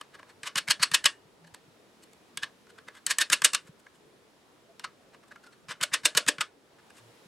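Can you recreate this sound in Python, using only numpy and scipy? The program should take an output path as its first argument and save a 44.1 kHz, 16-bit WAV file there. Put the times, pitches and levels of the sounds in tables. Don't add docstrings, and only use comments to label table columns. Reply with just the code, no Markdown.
import sys
import numpy as np
from scipy import signal
from scipy.io import wavfile

SR = 44100
rng = np.random.default_rng(int(sys.argv[2]) if len(sys.argv) > 2 else 0)


def transcribe(u):
    v = np.clip(np.atleast_2d(u).T, -1, 1)
    q = np.round(v * 32767).astype(np.int16)
    wavfile.write(sys.argv[1], SR, q)


N = 320607

# t/s of peak, level/dB, rise/(dB per 10 ms), brightness/dB, plate f/Hz
TOUCHES = [(0.014, -40.5, 45, -8, 1270), (0.1522, -49, 12, -13.5, 1300), (0.1985, -52, 16, -20, 1070),
           (0.2305, -48, 50, -26, 1030), (0.3035, -57.5, 6, -11, 1030), (0.679, -38, 40, -4.5, 2200),
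           (0.938, -38, 80, 5, 1820), (1.448, -58.5, 25, -18.5, 1670), (1.477, -64, 15, -2, 1680),
           (1.5466, -47, 33, 0.5, 976), (2.038, -64, 12.5, 7.5, 1910), (2.1333, -71, 45, 14, 890),
           (2.67, -64, 29, -9, 1390), (2.705, -61.5, 11, -5, 1400), (2.762, -64, 19, -26, 1450),
           (2.7867, -47, 27, -12.5, 1540), (2.8863, -42, 21, -16, 1694), (2.954, -62.5, 12, -8, 1640),
           (2.977, -58, 6, -9.5, 1610), (3.441, -56, 80, -5, 1670), (3.679, -62, 7.5, -3.5, 980),
           (3.8005, -75.5, 14.5, 9.5, 1440), (3.868, -51.5, 39.5, -28, 1680), (3.9572, -71, 7, -0.5, 1050),
           (5.148, -56, 9.5, -18, 1050), (5.238, -60.5, 14, -18, 1200), (5.285, -64.5, 20.5, -7, 1033),
           (5.3217, -51.5, 14, -18, 1620), (5.361, -50.5, 36.5, -16, 1220), (5.4434, -63.5, 11, -4.5, 1380),
           (5.4703, -57.5, 14, -7.5, 1390), (5.534, -61.5, 10, -9.5, 1490), (5.807, -44, 38, -36, 1280),
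           (6.7954, -60, 12, -19, 1280), (6.9049, -60, 28, -6, 1600), (6.9837, -62.5, 5, 1, 1280)]
# t/s, tick/dB, brightness/dB, spin/dB, bench bump/dB
NAIL_TICKS = [(0.432, -37, -10, -48, -51), (0.5568, -31.5, -2.7, -40, -39), (0.6845, -32.5, -3.5, -56, -37),
              (0.797, -45, -21, -44, -38), (0.9149, -41, 3, -44.5, -37.5), (1.0419, -41.5, 10, -42.5, -46),
              (2.3729, -37, 4.5, -81.5, -51.5), (3.065, -37, 17, -46.5, -50), (3.1847, -34.5, 15, -44, -51),
              (3.3, -35.5, 5, -42.5, -41.5), (3.419, -32, -3, -50.5, -44), (3.533, -34, 5, -44.5, -47),
              (4.7955, -42.5, -5, -69, -64.5), (5.6861, -61, -12, -45, -43), (5.8115, -32, -4, -39.5, -39),
              (5.917, -48, -45, -54, -47), (6.035, -58, -9, -46.5, -45), (6.15, -37.5, -3, -40.5, -37.5),
              (6.2642, -36.5, -7, -65, -40.5), (6.383, -33, -24, -53, -41.5)]
# t/s of peak, level/dB, rise and fall/(dB per 10 ms),
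# brightness/dB, plate flex/dB, plate f/Hz, nut f/Hz
RATTLES = [(0.4753, -35.5, 13, 17, -6, -21, 1240, 2530), (0.5818, -33.5, 16, 16, 4, -23, 2030, 2600),
           (0.7097, -25.5, 16.3, 17, 1, -21, 1630, 3200), (0.8306, -24.5, 29, 15.8, 2, -20.5, 1510, 2500),
           (0.9439, -23.5, 46, 14, 3.5, -21, 1820, 2830), (1.0581, -20.5, 58, 19, 1, -25, 1850, 2970),
           (2.4329, -32, 25, 16.3, -10.5, -21, 1640, 3260), (3.109, -32.5, 18, 11.1, 3, -18.5, 1740, 4430),
           (3.216, -28.5, 15.3, 15.4, 3, -19.5, 1760, 3700), (3.33, -26, 23, 14.7, 7, -16.5, 1660, 2480),
           (3.4475, -22.5, 39, 13.5, 7.5, -14, 1650, 2420), (3.5483, -26.5, 36, 24, 1, -33, 1374, 2440),
           (4.843, -31.5, 44.5, 20, -18, -23, 1255, 2570), (5.7175, -38, 10, 14, -13.5, -16, 1340, 2960),
           (5.8346, -36.5, 24, 20, 11, -11, 1400, 3000), (5.9414, -25.5, 23, 16.8, -0.5, -17.5, 1940, 2500),
           (6.0554, -25.5, 41, 16, 7, -12, 1660, 2500), (6.1729, -24, 67, 15.3, 4, -10, 1380, 3100),
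           (6.286, -25, 24, 19, 3, -8, 1820, 2630), (6.4091, -26.5, 60, 16.2, -6, -21, 1430, 2640)]


def from_db(db):
    return 10 ** (np.asarray(db) / 20)


def unit_rms(x):
    return x / np.sqrt(np.mean(x ** 2) + 1e-20)


def at_hz(points, hz):
    freqs, values = np.transpose(points)
    return np.interp(np.log(hz), np.log(freqs), values)


def band(x, low_hz, high_hz, order=2):
    sos = signal.butter(order, [low_hz, min(high_hz, .45 * SR)], "band", fs=SR, output="sos")
    return signal.sosfilt(sos, x)


def drift(rate_hz):
    pole = np.exp(-80 * np.pi * rate_hz / SR)
    slow = signal.lfilter([1], [1, -2 * pole, pole * pole], rng.standard_normal(N // 40 + 2002))[2000:]
    return np.interp(np.arange(N) / 40, np.arange(len(slow)), unit_rms(slow))


def banded_noise(spectrum, flicker_db):
    likeness = [(60, 1), (180, 0.56), (550, 0.66), (1650, 0.19), (4970, 0.32), (15000, 0.82)]
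    out, edges = 0, 22 * 2 ** np.arange(0, 10, .5)
    white = rng.standard_normal((2, 2, N))
    for k, (low, high) in enumerate(zip(edges, edges[1:])):
        hz = np.sqrt(low * high)
        if spectrum[0][0] < hz < spectrum[-1][0]:
            mid, side = band(white[k % 2], low, high)
            alike = at_hz(likeness, hz)
            gain = from_db(at_hz(spectrum, hz) + flicker_db * drift(3.8))
            out = out + gain * (np.sqrt(1 + alike) * mid + np.sqrt(1 - alike) * side * [[1], [-1]])
    return unit_rms(out)


def room_and_sleeves():
    levels = [(0, -60.5, -65.5), (1.3, -61.5, -67), (2.1, -61, -65), (3.75, -62, -66.5), (5.5, -61.5, -67),
              (6.6, -62, -68.5), (7.0, -59.5, -62.5), (7.27, -62.5, -61.5)]
    room_spectrum = [(15, -51), (25, -23.5), (161, -5.5), (231, -4), (271, -4.5), (413, -4), (447, -2),
                     (616, -10), (1120, -11), (1290, -18), (1520, -22), (3000, -35), (3900, -59.5),
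                     (6600, -120)]
    sleeve_spectrum = [(590, -26.5), (1000, -3), (1490, -3), (1640, 0), (2410, -2), (3010, -1.5),
                       (10100, -12.5), (15200, -23.5), (16500, -39)]
    times, room_db, sleeve_db = np.transpose(levels)
    t = np.arange(N) / SR
    room = from_db(np.interp(t, times, room_db)) * banded_noise(room_spectrum, flicker_db=2)
    sleeves = from_db(np.interp(t, times, sleeve_db)) * banded_noise(sleeve_spectrum, flicker_db=.3)
    return room + sleeves


def add_swell(strengths, s, rise, fall, levels_db, hold_s=0.):
    quickness = [.8, 1, 1.05, 1.15, 1.3]
    at = np.arange(max(round((s - .12) * SR), 0), min(round((s + hold_s + .15) * SR), N))
    since = at / SR - s
    late = np.maximum(since - hold_s, np.minimum(since, 0))
    rise_db = np.clip(-100 * rise * since, -200, 200)
    fall_db = np.clip(100 * fall * late, -200, 200)
    shape = np.minimum(2 / (from_db(rise_db) + from_db(fall_db)), 1.3)
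    strengths[:, at] += from_db(levels_db)[:, None] * shape ** np.array(quickness)[:, None]


def finger_shaking():
    # offset/dB, and share of the brightness it follows
    touch_parts, tick_parts = [-13.5, 0, .9, .5, -10], [-18, -1.5, 1, -.5, -14.5]
    spin_parts, rattle_parts = [-20.5, -3.5, -5, -12, -24.5], [-2.5, -1.5, 3.5, .5, -14]
    follows = np.array([0, .019, .52, .87, 1])
    strengths = np.zeros((5, N))
    for s, db, rise, bright, _ in TOUCHES:
        add_swell(strengths, s, rise, fall=2.1 * rise, levels_db=db + bright * follows + touch_parts)
    for (s, db, bright, spin_db, _), (rattle_s, *_) in zip(NAIL_TICKS, RATTLES):
        add_swell(strengths, s, rise=400, fall=36, levels_db=db + bright * follows + tick_parts)
        spin_levels = spin_db + .2 * bright * follows + spin_parts
        add_swell(strengths, s, rise=45, fall=28, levels_db=spin_levels, hold_s=rattle_s - s)
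    for s, db, rise, fall, bright, flex_db, *_ in RATTLES:
        rattle_levels = db + bright * follows + rattle_parts + [flex_db, 0, 0, 0, 0]
        add_swell(strengths, s, rise, fall, rattle_levels)
    return strengths


def grip_pitches():
    tick_times = np.array(NAIL_TICKS)[:, 0]
    flick = np.maximum(np.searchsorted(tick_times, np.arange(N) / SR) - 1, 0)
    plate_hz, nut_hz = np.array(RATTLES)[flick, -2:].T
    for s, *_, hz in TOUCHES:
        plate_hz[max(round((s - .012) * SR), 0):round((s + .015) * SR)] = hz
    return [590, plate_hz, nut_hz, 7900, 11800]


def ring_part(shaking, favoured_hz, low_hz, high_hz, body_db, lift_db, modes, wander_db):
    drive = np.vstack([signal.unit_impulse(N), shaking])
    out = from_db(body_db) * drive
    for k, (hz, width_hz, db) in enumerate(modes):
        radius = np.exp(-np.pi * width_hz / SR)
        gain = (1 - radius ** 2) / 2
        feedback = [1, -2 * radius * np.cos(2 * np.pi * hz / SR), radius ** 2]
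        mode = signal.lfilter([gain, 0, -gain], feedback, drive + 1e-18)
        closeness = np.exp(-(np.log(hz / favoured_hz) / .09) ** 2)
        mode[1:] *= from_db(lift_db * closeness + wander_db * drift(8.6))
        out += (-1) ** k * from_db(db) * mode
    out = band(out, low_hz, high_hz, order=4)
    return out[1:] / np.sqrt(np.sum(out[0] ** 2))


def nuts_and_plate():
    # (f/Hz, width/Hz, level/dB)
    flex = (210, 720, -5.5, 3.1, [(305, 42, -5), (363, 60, -8.5), (466.4, 69, -4.5), (594, 35, 3),
            (672, 43, -7)])
    plate = (950, 2400, -5, 11, [(1140, 79, -4.5), (1144, 45, 0.5), (1433, 100, 0), (1429, 80, 2),
             (1652, 120, -7.5), (1821, 100, -0.5), (1824, 200, -13), (2236, 120, -2)])
    nut = (2000, 5850, -4.5, 4, [(2560, 47, -5.5), (2770, 100, 2), (2958, 150, -1), (3360, 130, 2.5),
           (3650, 250, -6), (4340, 190, 4), (5360, 67, -12.5)])
    bright_ring = (6300, 9900, -0.38, 3, [(6300, 330, -13), (7840, 120, -1), (7920, 300, -1),
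                   (8450, 210, 0.5), (8850, 130, -11), (9500, 150, -7), (10300, 300, -13)])
    top = (10800, 13400, -6, 0, [(11800, 500, -6), (12300, 500, -6)])
    settling_tails = [(-6, .2, -23.5), (-11, 0.16, -31.5), (-9.5, 0.13, -19.5), (-18.5, 0.17, -16),
                      (-15.5, 0.065, -18)]
    contacts_per_s = 8000
    sizes = from_db(5.2 * np.minimum(rng.exponential(1, N), 3.5))
    contacts = unit_rms(sizes * (rng.random(N) < contacts_per_s / SR))
    contacts[[round(s * SR) for s, *_ in [*NAIL_TICKS, *RATTLES, *TOUCHES]]] = 5.5
    out = np.zeros((2, N))
    parts = zip([flex, plate, nut, bright_ring, top], finger_shaking(), grip_pitches(), settling_tails)
    for part, strength, favoured_hz, (tail_db, t60, side_db) in parts:
        retained = from_db(-120 / (t60 * SR))
        energy = signal.lfilter([1 - retained], [1, -retained], strength ** 2 + 1e-18)
        tail = from_db(tail_db) * np.sqrt(energy)
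        diffuse = rng.standard_normal((2, N))
        mid = contacts * rng.choice([-1, 1], N) * strength + tail * diffuse[0]
        side = from_db(side_db) * (strength + 1.5 * tail) * diffuse[1]
        mid, side = ring_part(np.array([mid, side]), favoured_hz, *part, wander_db=2.5)
        out += mid + side * [[1], [-1]]
    return out


def pings():
    lingering_modes = [(1.062, 2870, -50, .34), (4.846, 1290, -35.5, 0.093), (5.36, 1385, -46, 0.082),
                       (5.47, 1390, -49.5, 0.14), (6.409, 1240, -25.5, 0.076), (6.411, 2880, -42, 0.053)]
    tap_lift_db, tap_t60_s = 4, .027
    taps = [(s, hz, db + tap_lift_db, tap_t60_s) for s, db, *_, hz in TOUCHES]
    out, t = np.zeros(N + SR), np.arange(SR // 2) / SR
    for s, hz, db, t60 in [*lingering_modes, *taps]:
        out[round(s * SR):][:len(t)] += from_db(db - 60 * t / t60) * np.sin(2 * np.pi * hz * t)
    return out[:N]


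def bench_bumps():
    other_bumps = [(1.252, -52.5, 155), (1.527, -52, 105), (1.68, -50, 146.6), (1.965, -59, 200),
                   (2.43, -47.5, 133), (2.872, -52.5, 195), (3.651, -51, 169.4), (3.692, -40, 155.5),
                   (7.257, -48.5, 178)]
    bench_hz, lag_s, decay_s = 159, .0033, .004
    flick_bumps = [(s + lag_s, db, bench_hz) for s, *_, db in NAIL_TICKS]
    out, t = np.zeros(N), np.arange(N) / SR
    for s, db, hz in [*other_bumps, *flick_bumps]:
        at = slice(round(s * SR), round((s + .086) * SR))
        age = np.maximum(t[at] - s, 0)
        envelope = age / .0045 * np.exp(-age / decay_s)
        out[at] += from_db(db + 7) * envelope * np.sin(2 * np.pi * hz * age)
    return out


def soft_tones():
    tones = [(1.396, 0.12, 165.8, -56.5), (4.685, 0.042, 672, -54.5), (6.993, 0.13, 114.4, -58)]   # t/s, length/s, f/Hz, level/dB
    out, t = np.zeros(N), np.arange(N) / SR
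    for s, length, hz, db in tones:
        arch = np.sin(np.pi * np.clip((t - s) / length, 0, 1)) ** .49
        out += from_db(db) * arch * np.sin(2 * np.pi * hz * t)
    return out


def scene():
    background = room_and_sleeves()
    workbench = nuts_and_plate() + pings() + bench_bumps() + soft_tones()
    return workbench * from_db([[.15], [-.15]]) + background


def record(dry):
    ceiling, low_cut_hz, stop_hz = .85, 25, 16800
    rounded = ceiling * np.tanh(dry / ceiling)
    low_cut = signal.butter(1, low_cut_hz, "high", fs=SR, output="sos")
    high_cut = signal.cheby2(14, 60, stop_hz, fs=SR, output="sos")
    return signal.sosfilt(high_cut, signal.sosfilt(low_cut, rounded))


dry = scene()
out = record(dry)
transcribe(out)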